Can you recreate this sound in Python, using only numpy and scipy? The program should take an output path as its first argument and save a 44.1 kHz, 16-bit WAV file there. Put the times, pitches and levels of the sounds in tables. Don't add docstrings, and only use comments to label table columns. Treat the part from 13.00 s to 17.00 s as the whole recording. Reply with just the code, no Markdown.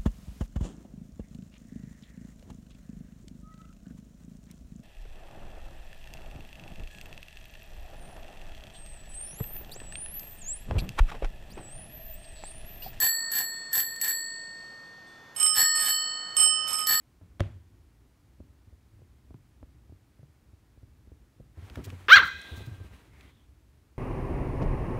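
import sys
import numpy as np
from scipy import signal
from scipy.fft import rfft, irfft, next_fast_len
from scipy.io import wavfile
from scipy.ndimage import map_coordinates

SR = 44100
rng = np.random.default_rng(int(sys.argv[2]) if len(sys.argv) > 2 else 0)


def output_pcm(signal):
    pcm = np.clip(np.atleast_2d(signal).T, -1, 1) * 32767
    wavfile.write(sys.argv[1], SR, np.round(pcm).astype(np.int16))


N = 176400
TIME = np.arange(N) / SR
SIDES = np.array([[1], [-1]])


def amp(db):
    return 10 ** (np.asarray(db) / 20)

def unit(x):
    return x / np.sqrt(np.mean(x ** 2) + 1e-20)

def along(points, hz):
    freqs, values = np.transpose(points)
    return np.interp(np.log(hz + 1), np.log(freqs + 1), values)

def filtered(x, response):
    size = next_fast_len(N + SR // 4)
    return irfft(rfft(x, size) * response(np.fft.rfftfreq(size, 1 / SR)), size)[..., :N]

def noise(colour):
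    return unit(filtered(rng.standard_normal(N), lambda hz: amp(along(colour, hz))))

def fade(t, t60):
    return np.exp(-np.log(1000) * np.maximum(t, 0) / t60)

def place(x, pan_db, lead_us):
    gains = unit(amp(SIDES * pan_db / 2))
    return gains * filtered(x, lambda hz: np.exp(1j * np.pi * hz * SIDES * lead_us / 1e6))

# (frequency [Hz], side over middle [dB])
AIR_WIDTH = [(30, -5), (150, -10.5), (1000, -21), (8000, -7.5)]
def air(colour, drift_db=0.8, knots_per_s=8):
    knots = rng.standard_normal(int(N * knots_per_s / SR) + 4)
    drift = map_coordinates(knots, [TIME * knots_per_s])
    side = filtered(noise(colour), lambda hz: amp(along(AIR_WIDTH, hz)))
    return amp(drift_db * drift) * unit(noise(colour) + SIDES * side)

# (frequency [Hz], relative density [dB])
HUSH_COLOUR = [(15, -37), (25, -12), (53, -16), (108, -8), (317, -10), (1000, -15), (1650, -30),
               (2000, -21.5), (4140, -23), (6500, -26), (8360, -39), (13600, -36.5), (16000, -46.5)]
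MID_COLOUR = [(200, -28.5), (500, -11), (1000, -9.5), (1400, -7.5), (1800, -11), (2400, -23.5),
              (4000, -57.5)]
# (time [s], level [dB])
MID_SWELL = [(0, -52.5), (.6, -60), (1.3, -63.5), (2.2, -60), (2.6, -59), (3.2, -52), (4, -58)]
def forest(hush_db=-57.5):
    mid_db = np.interp(TIME, *np.transpose(MID_SWELL))
    return amp(hush_db) * air(HUSH_COLOUR) + amp(mid_db) * air(MID_COLOUR)

# (frequency [Hz], T60 [s])
TREE_DECAY = [(200, .4), (2000, 0.92), (8000, 0.27), (14000, 0.1)]
def tree_echo(x, level_db=-18):
    hz, t, spectrum = signal.stft(rng.standard_normal((2, SR // 2)), SR, nperseg=256)
    decay = fade(t, along(TREE_DECAY, hz)[:, None])
    tail = signal.istft(spectrum * decay, SR, nperseg=256)[1]
    tail /= np.linalg.norm(tail[0])
    return amp(level_db) * signal.fftconvolve(x[None], tail, axes=1)[:, :N]

def mode(hz, t60, times, kicks, surviving=0.67, scatter_rad=0.29, rise_s=0.0006):
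    turns = rng.choice([-1, 1], len(times)) * np.pi / 2 + scatter_rad * rng.standard_normal(len(times))
    onsets = np.clip(np.round(times * SR), 0, N - 1).astype(int)
    ends = np.append(onsets[1:], N)
    envelope = np.zeros(N, complex)
    phasor = 1e-9 * np.exp(2j * np.pi * rng.random())
    for start, end, kick, turn in zip(onsets, ends, kicks, turns):
        phasor = surviving * phasor + kick * np.exp(1j * (np.angle(phasor) + turn))
        envelope[start:end] = phasor * fade(TIME[:end - start], t60)
        phasor *= fade((end - start) / SR, t60)
    pole = np.exp(-1 / (rise_s * SR))
    envelope = signal.lfilter([1 - pole], [1, -pole], envelope)
    return np.real(envelope * np.exp(2j * np.pi * hz * TIME))

def struck(modes, blows):
    times, blow_db = np.transpose(blows)
    return sum(mode(hz, t60, times, amp(db + blow_db)) for hz, db, t60 in modes)

# (level [dB], T60 [s])
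FAR_MODE_HZ = [3478, 8446]
FAR_DECAYS = [(-64, 3.4), (-69, .5)]
# (time [s], gain [dB])
FAR_STRIKES = [(.53, 2), (1.85, -4), (2.069, 2.5)]
def far_bell():
    modes = [(hz, db, t60) for hz, (db, t60) in zip(FAR_MODE_HZ, FAR_DECAYS)]
    return struck(modes, FAR_STRIKES)

# (frequency [Hz], gain [dB], T60 [s])
HOUSING_MODES = [(39, -5, 0.084), (100, -3, .1), (310, -3, .07), (513, -1.5, 0.088), (763, 1.5, .15),
                 (970, 3.5, .1)]
# (time [s], level [dB])
STOP_KNOCKS = [(0.031, -41.5), (.4, -46), (0.768, -46), (2.588, -42), (3.401, -53.5), (3.463, -45.5),
               (3.646, -55), (3.714, -53.5), (3.8, -67), (3.9, -45)]
def lever_knocks():
    return struck(HOUSING_MODES, STOP_KNOCKS)

# (frequency [Hz], relative density [dB])
CLICK_COLOUR = [(100, -14), (1000, -8), (3000, -4), (5000, -1), (8000, 1), (12000, 2), (14000, -4),
                (16000, -12)]
def clicks(contacts, t60=0.019):
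    envelope = sum(amp(db) * (TIME >= at) * fade(TIME - at, t60) for at, *_, db in contacts)
    return noise(CLICK_COLOUR) * envelope

def gear(strokes, colour, teeth_per_s=780, tooth_t60=0.015, scrape=0.6):
    rise_s, whirr_t60, slack_s, slack_db, tooth_spread_db = 0.027, 0.17, 0.019, -10.5, 3
    contacts = rng.random(N) < teeth_per_s / SR
    tooth_energy = contacts * amp(tooth_spread_db * rng.standard_normal(N)) ** 2
    power = signal.fftconvolve(tooth_energy, fade(TIME[:SR // 10], tooth_t60) ** 2)[:N]
    clatter = unit(np.sqrt(abs(power)))
    effort = np.zeros(N)
    for start, end, db, *_ in strokes:
        slack = amp(slack_db) * np.clip((TIME - start) / slack_s + 1, 0, 1)
        running = np.clip((TIME - start) / rise_s, 0, 1)
        effort += amp(db) * (slack + running) * fade(TIME - end, whirr_t60)
    return effort * unit(clatter + scrape) * noise(colour)

def dome(pairs, partials, strokes, hits, twin_follows):
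    times, hit_db, _ = np.transpose(hits)
    strokes = np.array(strokes)
    midpoints = strokes[:, :2].mean(axis=1)
    nearest = strokes[np.argmin(abs(times[:, None] - midpoints), axis=1)]
    partial_gains, twin_gains = nearest.T[3:7], nearest.T[7:]
    ring = np.zeros(N)
    for k, ((hz, twin_hz), (db, t60, twin_db)) in enumerate(zip(pairs, partials)):
        colour_db = partial_gains[k] if k < len(partial_gains) else 0
        twin_db += twin_follows * colour_db
        twin_db += twin_gains[k] if k < len(twin_gains) else 0
        ring += mode(hz, t60, times, amp(db + hit_db + colour_db))
        ring += mode(twin_hz, t60, times, amp(db + hit_db + twin_db))
    return ring

# (frequency [Hz], twin frequency [Hz])
LOW_MODES = [(1252.5, 1239.5), (3032, 2999), (5330, 5269), (8157, 8075), (11532, 11470), (14363, 14300)]
# (level [dB], T60 [s], twin gain [dB])
LOW_DECAYS = [(-42, 4, -13), (-33, 1.98, -11.5), (-35, 1.12, 0), (-21, 0.46, -10), (-37.5, 0.26, -6),
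              (-62, 0.22, -9)]
# (start [s], end [s], whirr level [dB], gains of partials 1-4 [dB], of twins 1-2 [dB])
LOW_LEVER = [(2.36, 2.433, -42, 0.5, 1.5, 1, 2, 5, 3), (2.457, 2.47, -41.5, 5.5, -32, 13, 4, 8, 4),
             (2.75, 2.813, -43.5, -1.5, -7.5, -11, -5.5, -2, -18),
             (2.866, 2.874, -42, -6.5, 4.5, -17, -3.5, -10, -5),
             (3.362, 3.445, -40.5, 1, 5.5, 4.5, 4.5, 9, -10), (3.67, 3.74, -39.5, 4, -19, 2, -7, 4, -1),
             (3.775, 3.82, -43.5, 3, -2.5, -15, -13, 7, -12.5)]
# (time [s], ring gain [dB], click level [dB])
LOW_WASHERS = [(2.362, -10.5, -38.5), (2.399, -0.5, -35), (2.429, 3, -32.5), (2.463, -3, -25),
               (2.753, 2.5, -33.5), (2.801, 2, -29), (2.862, -1.5, -30.5), (3.367, 0, -25.5),
               (3.398, 2, -29.5), (3.43, 2, -29.5), (3.678, -3, -31.5), (3.73, 2, -31.5),
               (3.785, 1.5, -34.5)]
# (frequency [Hz], relative density [dB])
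LOW_WHIRR = [(30, 2.5), (400, -3), (800, 7.5), (1250, 12), (1700, 1.5), (2400, 10.5), (4000, 2.5),
             (6500, 3.5), (8200, 4.5), (9500, -22), (10800, -2), (11250, 19), (12000, 6.5), (12800, -17.5),
             (14500, -2.5), (16000, -24)]
def low_bell():
    ring = dome(LOW_MODES, LOW_DECAYS, LOW_LEVER, LOW_WASHERS, twin_follows=0)
    return ring + gear(LOW_LEVER, LOW_WHIRR) + clicks(LOW_WASHERS)

# (frequency [Hz], twin frequency [Hz])
HIGH_MODES = [(1830.3, 1809), (4380.5, 4433), (7788.5, 7698), (12231, 12212), (10580, 10637)]
# (level [dB], T60 [s], twin gain [dB])
HIGH_DECAYS = [(-37, 4.38, -17), (-34.5, 2.13, -3), (-28.5, 1.023, -6.5), (-22, 0.32, -14),
               (-64, 0.63, 0.5)]
# (start [s], end [s], whirr level [dB], gains of partials 1-4 [dB], of twins 1-2 [dB])
HIGH_LEVER = [(0, 0.071, -33.5, 0.5, -4, 0.5, 0, 3.5, 6),
              (0.311, 0.408, -36, -3.5, -1.5, -4, -2.5, 7, -16.5),
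              (0.727, 0.804, -34.5, -5.5, -8.5, -5.5, -1.5, 12, 3),
              (1.01, 1.107, -38, -1.5, -5.5, -1.5, -5, -19, 3.5),
              (2.548, 2.626, -30.5, 6.5, 7.5, 8, -2.5, 2.5, -12),
              (2.806, 2.898, -35.5, -9, 4.5, 1.5, -6.5, 4.5, -1.5),
              (3.874, 3.948, -31.5, 2.5, 2, 1, -1, -5, 5.5)]
# (time [s], ring gain [dB], click level [dB])
HIGH_WASHERS = [(.002, -0.5, -27.5), (.025, 1.5, -26), (0.044, 0, -25.5), (.065, 1, -29), (.317, -2.5, -32),
                (.353, 1.5, -31), (0.386, -2.5, -26.5), (.73, 3, -28.5), (0.754, 2, -28.5),
                (.778, 5, -27.5), (0.803, -6, -28), (1.014, 2, -26.5), (1.046, -3.5, -29),
                (1.08, 1.5, -30.5), (2.558, -7.5, -36), (2.58, -0.5, -27.5), (2.604, 1.5, -31.5),
                (2.621, -3, -30), (2.825, -10.5, -36.5), (2.855, -3, -33.5), (2.89, 1, -27),
                (3.87, -0.5, -21.5), (3.892, 1.5, -26), (3.921, -0.5, -28.5), (3.94, -1.5, -34)]
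# (frequency [Hz], relative density [dB])
HIGH_WHIRR = [(30, 0), (130, -0.5), (400, -4.5), (620, -8), (800, 3.5), (1250, -0.5), (1550, 2.5),
              (1690, 20), (1820, 19), (1980, 3), (2700, 0.5), (3600, 5.5), (4050, -2), (4400, 14.5),
              (5000, 0), (7000, -3), (7700, 4.5), (8500, -0.5), (10800, -1.5), (11500, 9.5), (12250, 18.5),
              (12900, -9), (15000, -5.5), (16000, -21)]
# (time [s], level [dB])
TICKS = [(.961, -40.5), (2.391, -42.5), (3.714, -39)]
def high_bell():
    ring = dome(HIGH_MODES, HIGH_DECAYS, HIGH_LEVER, HIGH_WASHERS, twin_follows=0.98)
    return ring + gear(HIGH_LEVER, HIGH_WHIRR) + clicks(HIGH_WASHERS) + clicks(TICKS)

def scene():
    high, low = high_bell(), low_bell()
    bells = place(high, pan_db=-0.87, lead_us=4) + place(low, pan_db=-9, lead_us=21)
    return bells + lever_knocks() + far_bell() + tree_echo(high + low) + forest()

def record(dry, top_hz=15800):
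    return filtered(dry, lambda hz: hz < top_hz)

dry = scene()
out = record(dry)
output_pcm(out)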